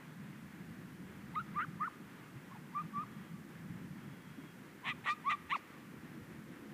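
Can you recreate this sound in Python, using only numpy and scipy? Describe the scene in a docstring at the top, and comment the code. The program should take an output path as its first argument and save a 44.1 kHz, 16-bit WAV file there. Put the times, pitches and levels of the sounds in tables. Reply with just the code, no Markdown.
"""A low outdoor rumble and a distant wash come first, with light wind and soft bumps on the microphone.
Then two small dogs, chasing each other far out on an open sports field, yip in three bursts.
Each yip is a nearly pure note that rises and falls; when pushed, a second vibration joins in and
the voice breaks into a rasp. The field sends back a faint echo. A thin, far whistle
wavers between the last two bursts, and a low hum fades in near the end."""
import sys
import numpy as np
from scipy import signal
from scipy.fft import rfft, irfft, next_fast_len
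from scipy.io import wavfile
from scipy.ndimage import uniform_filter1d, map_coordinates

SR = 44100
rng = np.random.default_rng(int(sys.argv[2]) if len(sys.argv) > 2 else 0)


def wrap_up_sound(samples):
    """Save the sound to the file named by the first command line argument, as 16-bit audio."""
    columns = np.atleast_2d(samples).T
    # keep every value between -1 and 1, then stretch to whole-number steps
    tamed = np.clip(columns, -1, 1)
    steps = np.round(tamed * 32767).astype(np.int16)
    wavfile.write(sys.argv[1], SR, steps)


N = 296793
T = np.arange(N) / SR


def from_db(db):
    """Turn decibels into a number to multiply a sound by."""
    return 10 ** (np.asarray(db) / 20)


def unit_power(x):
    """Scale a sound so that its average power is 1."""
    return x / np.sqrt(np.mean(x ** 2) + 1e-20)


def read_curve(rows, at):
    """Join a table's rows with straight lines and look up `at` along its first column."""
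    positions, *columns = np.transpose(rows)
    return [np.interp(at, positions, column) for column in columns]


def progress(x, start, end):
    """Go steadily from 0 at start to 1 at end."""
    return np.clip((x - start) / (end - start), 0, 1)


def drift(t, rate):
    """Wander smoothly by about 1 either way, through `rate` random values a second."""
    knots = rng.standard_normal(8192)
    place = (t - t[0]) * rate
    steps = np.arange(0, place[-1] + 1, 1 / 16)
    return np.interp(place, steps, map_coordinates(knots, [steps], order=3, mode="wrap"))


def colour(x, spectrum):
    """Turn each frequency up or down as a table says, fading out beyond the table's ends."""
    size = next_fast_len(len(x) + 2048)
    hz, db = np.transpose(spectrum)
    f = np.maximum(np.arange(size // 2 + 1) * SR / size, 1)
    gain = from_db(np.interp(np.log(f), np.log(hz), db))
    end_fades = np.minimum(1, f / hz[0]) * np.minimum(1, hz[-1] / f) ** 2
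    return irfft(rfft(x, size) * gain * end_fades, size)[:len(x)]


def noise(spectrum):
    """Make noise of power 1 with the given colour (its mix of low and high frequencies)."""
    return unit_power(colour(rng.standard_normal(N), spectrum))


# How the rumble and the drone rise and fall: (time [s], base level [dB])
RUMBLE_LEVELS = [(0.0, -61), (0.11, -53), (1.82, -50), (1.87, -57.5), (3.04, -50), (3.6, -53), (3.75, -47),
                 (4.78, -59.5), (4.87, -53.5), (5.66, -62.5), (5.98, -53), (6.71, -56.5), (6.73, -58)]
DRONE_LEVELS = [(0.0, -62), (1.14, -59.5), (2.13, -62.5), (3.95, -60), (5.3, -62), (6.73, -56)]
# The colour of each background noise: (frequency [Hz], relative level [dB])
RUMBLE_COLOUR = [(25, -26), (60, -36), (100, -13.5), (125, -6.5), (155, -0.5), (210, -2.5), (260, -11),
                 (340, -21), (600, -68)]
DRONE_COLOUR = [(130, -14.5), (220, 0), (290, 1), (360, -3.5), (430, -10), (510, -11.5), (650, -20),
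                (1200, -42)]
WASH_COLOUR = [(300, 5.5), (600, -4.5), (900, 1), (1250, 1), (1650, 3), (2000, 1), (2450, -4),
               (3300, -10.5), (4300, -18), (7000, -33)]
HISS_COLOUR = [(2000, 0.26), (5000, 2.1), (9000, 0.96), (15500, 0.3)]

def background(rumble_trim_db=-0.5, drone_trim_db=1.0, lumpy_db=2.0, wash_db=-59.5, hiss_db=-69.5):
    """A lumpy low rumble, the drone and wash of a distant town, and the microphone's steady hiss."""
    rumble_db = read_curve(RUMBLE_LEVELS, T)[0] + rumble_trim_db + lumpy_db * drift(T, 25)
    rumble = from_db(rumble_db) * noise(RUMBLE_COLOUR)
    drone_db = read_curve(DRONE_LEVELS, T)[0] + drone_trim_db + lumpy_db * drift(T, 20)
    drone = from_db(drone_db) * noise(DRONE_COLOUR)
    wash = from_db(wash_db + drift(T, 13)) * noise(WASH_COLOUR)
    hiss = from_db(hiss_db) * noise(HISS_COLOUR)
    return rumble + drone + wash + hiss


# How hard the wind blows on the microphone: (time [s], base level [dB])
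BREEZE_LEVELS = [(0.0, -60), (0.03, -85), (1.1, -68), (2.62, -89), (3.65, -76), (4.27, -78), (4.42, -90),
                 (6.73, -72.5)]
# The wind's deep colour: (frequency [Hz], relative level [dB])
BREEZE_COLOUR = [(20, -22), (45, -6), (70, 5), (90, 11.5), (160, -17)]

def breeze(boost_db=4.0, gust_db=4.0):
    """Light air brushes the microphone in uneven gusts."""
    level_db = read_curve(BREEZE_LEVELS, T)[0] + boost_db + gust_db * drift(T, 14)
    return from_db(level_db) * noise(BREEZE_COLOUR)


# Soft low bumps close to the microphone: (time [s], top of the swell [dB], pitch [Hz])
SOFT_BUMPS = [(0.206, -46.5, 151), (.603, -42.5, 182), (1.679, -39, 152), (2.355, -44.5, 131),
              (2.98, -38, 178), (3.699, -44.5, 114), (3.966, -46.5, 187), (4.381, -41.5, 265),
              (6.213, -48.5, 101)]

def bumps(rise_s=0.0061):
    """Each bump is a few dull vibrations that swell and die away."""
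    out = np.zeros(N)
    for start, db, hz in SOFT_BUMPS:
        age = np.clip((T - start) / rise_s, 0, 20)   # counted in rise times
        swell = age * np.exp(1 - age)
        out += from_db(db) * swell * np.sin(2 * np.pi * hz * rise_s * age)
    return out


def pitch_arch(share, first_hz, held_hz, top_hz, last_hz, held_at, top_at):
    """A yip's pitch scoops up to a held note, climbs ever faster to its top, then drops."""
    top_at = min(top_at, .98)   # leave room for the drop
    scoop = (first_hz - held_hz) * (1 - progress(share, 0, held_at) ** 1.87)
    climb = (top_hz - held_hz) * progress(share, held_at, top_at) ** 2.38
    drop = (last_hz - top_hz) * progress(share, top_at, 0.99) ** 1.5
    return held_hz + scoop + climb + drop


def voice_break(share, strength, rasp_at, half_length):
    """How raspy the voice is, from 0 to 1: it breaks suddenly and clears more slowly."""
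    abruptness = np.where(share < rasp_at, 5.1, 2.16)
    return np.clip(strength * np.exp(-np.abs((share - rasp_at) / half_length) ** abruptness), 0, 1)


def loudness(share, hz, rasp, tone_db, overtone_db, squeal_db, loudest_at, ring_hz=1106, squeal_hz=1027):
    """One swell of effort drives the tone and its overtones (higher notes); gives both levels in dB."""
    effort_db = -20.5 * progress(share, loudest_at, 0) ** 1.82   # swelling
    effort_db -= 11.5 * progress(share, loudest_at, 0.99) ** 4.5   # fading
    # The tone blooms as its pitch passes a frequency at which the throat rings.
    bloom_db = -10 * np.log10(1 + (2 * (hz - ring_hz) / 172) ** 2)
    # Near squeal_hz, the octave above meets the throat's next ringing frequency and can take over.
    octave_db = squeal_db * np.exp(-((hz - squeal_hz) / 90) ** 2) * (1 - progress(share, loudest_at, 1))
    # Rasp moves energy from the tone into the overtones.
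    return (tone_db + effort_db + bloom_db - 0.6 * octave_db - 9 * rasp ** 2,
            overtone_db + effort_db + octave_db + 14.5 * np.tanh(rasp / 0.46))


# The colour of a dog's throat: (frequency [Hz], relative level [dB])
THROAT_COLOUR = [(400, -36), (800, 1), (1300, -13), (1950, 8), (2600, 6.5), (3050, 1.5), (3500, 0),
                 (4000, -3), (4600, -25), (5800, -17.5), (9000, -22.5), (12000, -38)]

def throat(x, treble_db, mouth_hz, mouth_db, mouth_width_hz=350):
    """Throat, ringing mouth and the way the head points colour the sound; its level is then evened out."""
    f = np.geomspace(400, 12000, num=120)
    facing_db = treble_db / (1 + (3000 / f) ** 6)
    ring_db = mouth_db / (1 + ((f - mouth_hz) / mouth_width_hz) ** 2)
    total_db = read_curve(THROAT_COLOUR, f)[0] + facing_db + ring_db
    shaped = colour(x, np.column_stack([f, total_db]))
    return shaped / np.sqrt(uniform_filter1d(shaped ** 2, size=353) + 1e-9)


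def yip(row, t, quaver=0.012, jitter=0.0044, second_ratio=.605, chaos_rate=900, fade_s=0.0027):
    """Vocal folds sing one note; a second vibration beats against them and turns wild as rasp grows."""
    start, length = row[:2]
    arch, levels, rasp_shape, mouth = row[2:8], row[8:12], row[12:15], row[15:]
    share = (t - start) / length   # 0 at the yip's start, 1 at its end
    hz = pitch_arch(share, *arch) * (1 + quaver * drift(t, 130))
    rasp = voice_break(share, *rasp_shape)
    tone_db, overtone_db = loudness(share, hz, rasp, *levels)
    chaos = rasp ** 2   # sets in later than the second vibration
    fold_hz = hz * (1 + (jitter + 0.115 * chaos) * drift(t, chaos_rate))
    second_hz = second_ratio * hz * (1 + 0.12 * chaos * drift(t, chaos_rate))
    phase = 2 * np.pi * np.cumsum(fold_hz) / SR
    second_phase = 2 * np.pi * np.cumsum(second_hz) / SR
    tone = np.sin(phase)
    overtones = sum(np.sin(k * phase) / k ** 1.45 * from_db(2 * drift(t, 148)) for k in range(2, 9))
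    # The second vibration chops the voice, adding side tones between the overtones.
    chop = np.cos(second_phase) + 0.45 * np.cos(2 * second_phase)
    side_tones = 1.5 * rasp * (tone + overtones) * chop
    breath = (chaos + 0.21) * (1 + np.cos(phase)) * rng.standard_normal(SR)[:len(t)]
    upper_voice = throat(overtones + side_tones + breath, *mouth)
    shaky_tone = np.sqrt(2) * tone * (1 + 0.58 * chaos * drift(t, chaos_rate))
    fades = np.clip(1 + np.minimum(t - start, start + length - t) / fade_s, 0, 1)
    return fades * (from_db(tone_db) * shaky_tone + from_db(overtone_db) * upper_voice)


# One row per yip. A "share" is a fraction of that yip's length.
# (time [s], length [s],
#  first pitch [Hz], held pitch [Hz], top pitch [Hz], last pitch [Hz], held at [share], top at [share],
#  tone base level [dB], overtone base level [dB], squeal boost [dB], loudest at [share],
#  rasp strength [0-1], rasp at [share], half the rasp's length [share],
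#  treble change from where the head points [dB], mouth ring [Hz], mouth ring boost [dB])
DOG_YIPS = [ (1.338, .080,   883, 1231, 1460, 1310, .36, 0.81,   -29.5, -61, 24, 0.51,   0, 0.44, 0.15,   -14, 3800, 21),
            (1.543, .106,   978, 1197, 1580, 1220, 0.264, 0.91,   -26, -57, 19, 0.68,   0.64, 0.59, .18,   -1, 1640, 25.5),
            (1.794, .090,   950, 1198, 1492, 1005, 0.209, 0.77,   -29, -59, 9, 0.39,   0.44, 0.5, 0.11,   -8, 1730, 38),
            (2.505, 0.029,   984, 1040, 1110, 1090, 0.3, .85,   -50, -84, 1.5, 0.48,   0.63, .5, .4,   -12, 2000, 5),
            (2.544, 0.033,   840, 932, 930, 680, 0.28, 0.56,   -40, -80, 0, .55,   0.92, 0.63, 0.46,   -10, 1900, -6),
            (2.727, 0.093,   895, 1172, 1239, 1144, .3, 0.81,   -33.5, -65, 16, 0.53,   0.29, 0.69, 0.16,   -8, 820, 21),
            (2.931, 0.11,   1167, 1146, 1268, 1020, 0.13, 0.87,   -36, -69, 0, 0.44,   0.2, .45, .14,   -14, 2520, 0),
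            (4.831, .098,   994, 1116, 1282, 1160, .28, .73,   -35.5, -51, -4, 0.59,   0.93, 0.516, 0.41,   -2, 3320, 7),
            (5.041, 0.099,   835, 1146, 1262, 1200, .22, 1,   -30, -47.5, -10, 0.48,   0.9, 0.305, 0.336,   2, 1820, 4.5),
            (5.241, 0.11,   935, 1115, 1236, 1152, 0.23, .53,   -28.5, -49, 4, 0.48,   0.69, 0.69, 0.17,   3, 1770, 4),
            (5.493, 0.08,   852, 1142, 1370, 557, 0.48, 0.61,   -30.5, -43.5, 3.5, 0.52,   .5, .2, .17,   -0.5, 1900, 1),
            ]

def dogs():
    """The dogs yip in three quick bursts."""
    out = np.zeros(N)
    for row in DOG_YIPS:
        start, length = row[:2]
        span = (T > start - .02) & (T < start + length + .02)
        out[span] += yip(row, T[span])
    return out


# The colour of the field's echo: (frequency [Hz], level change [dB])
ECHO_COLOUR = [(300, -34), (1150, -1), (2200, 1), (4000, 1), (9000, -30)]

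def field_echo(x, ground_db=-23, ground_fade_s=1.0, trees_db=-27, trees_delay_s=0.35, smear_s=0.17):
    """Sound scatters faintly off the ground nearby, then comes back smeared from the tree line."""
    t = T[:SR]
    ground_shape = from_db(-60 * t / ground_fade_s) * (t > .008)
    trees_shape = np.exp(-((t - trees_delay_s) / smear_s) ** 2)
    ground = from_db(ground_db) * unit_power(ground_shape * rng.standard_normal(SR))
    trees = from_db(trees_db) * unit_power(trees_shape * rng.standard_normal(SR))
    echo = signal.fftconvolve(x, (ground + trees) / np.sqrt(SR))[:N]
    return colour(echo, ECHO_COLOUR)


# The path of a thin, far whistle: (time [s], pitch [Hz], level [dB])
WHISTLE_PATH = [(3.0, 3330, -84), (3.15, 3270, -72), (3.7, 3340, -88), (4.1, 3310, -75), (4.5, 3280, -71.5),
                (4.62, 3280, -88)]

def whistle(waver=0.0089, flutter_db=2):
    """A thin, unsteady tone from far away, barely there between its swells."""
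    hz, db = read_curve(WHISTLE_PATH, T)
    level = from_db(db + flutter_db * drift(T, 30))
    wavering_hz = hz * (1 + waver * drift(T, 150))
    return level * np.sin(2 * np.pi * np.cumsum(wavering_hz) / SR)


# Rushes of air in the hardest yips: (time of peak [s], level [dB], half-length [s])
AIR_RUSHES = [(4.895, -63, .012), (5.108, -55.5, 0.022), (5.311, -69, 0.045), (5.569, -62.5, 0.016)]
# Their bright colour: (frequency [Hz], relative level [dB])
RUSH_COLOUR = [(2500, -17), (4300, 7), (5200, -0.5), (6400, -3), (8500, -9), (11500, -20)]

def jaw_rushes():
    """Air swirls through the wide-open jaws in short, bright puffs."""
    swells = sum(from_db(db) * np.exp(-((T - peak) / half) ** 2) for peak, db, half in AIR_RUSHES)
    return swells * noise(RUSH_COLOUR)


# The notes of a far hum: (pitch [Hz], level [dB])
HUM_NOTES = [(220, -61), (345, -64.5), (502, -70.5)]

def hum(start_s=5.94, full_s=6.24, waver=.035, flutter_db=3):
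    """A few low, unsteady tones fade in from the distance."""
    tones = np.zeros(N)
    for hz, db in HUM_NOTES:
        level = from_db(db + flutter_db * drift(T, 8.5))
        wavering_hz = hz * (1 + waver * drift(T, 40))
        tones += level * np.sin(2 * np.pi * np.cumsum(wavering_hz) / SR)
    return progress(T, start_s, full_s) * tones


def scene():
    """Add the dogs, their echo and the open air into one channel."""
    voices = dogs() + jaw_rushes()
    return (voices + field_echo(voices) + bumps() + breeze() + whistle() + hum() + background())[None]


def record(dry):
    """Cut away the very highest treble steeply."""
    cutoff_hz = 15250
    return signal.sosfilt(signal.ellip(12, .1, 70, cutoff_hz, fs=SR, output="sos"), dry)


dry = scene()
out = record(dry)
wrap_up_sound(out)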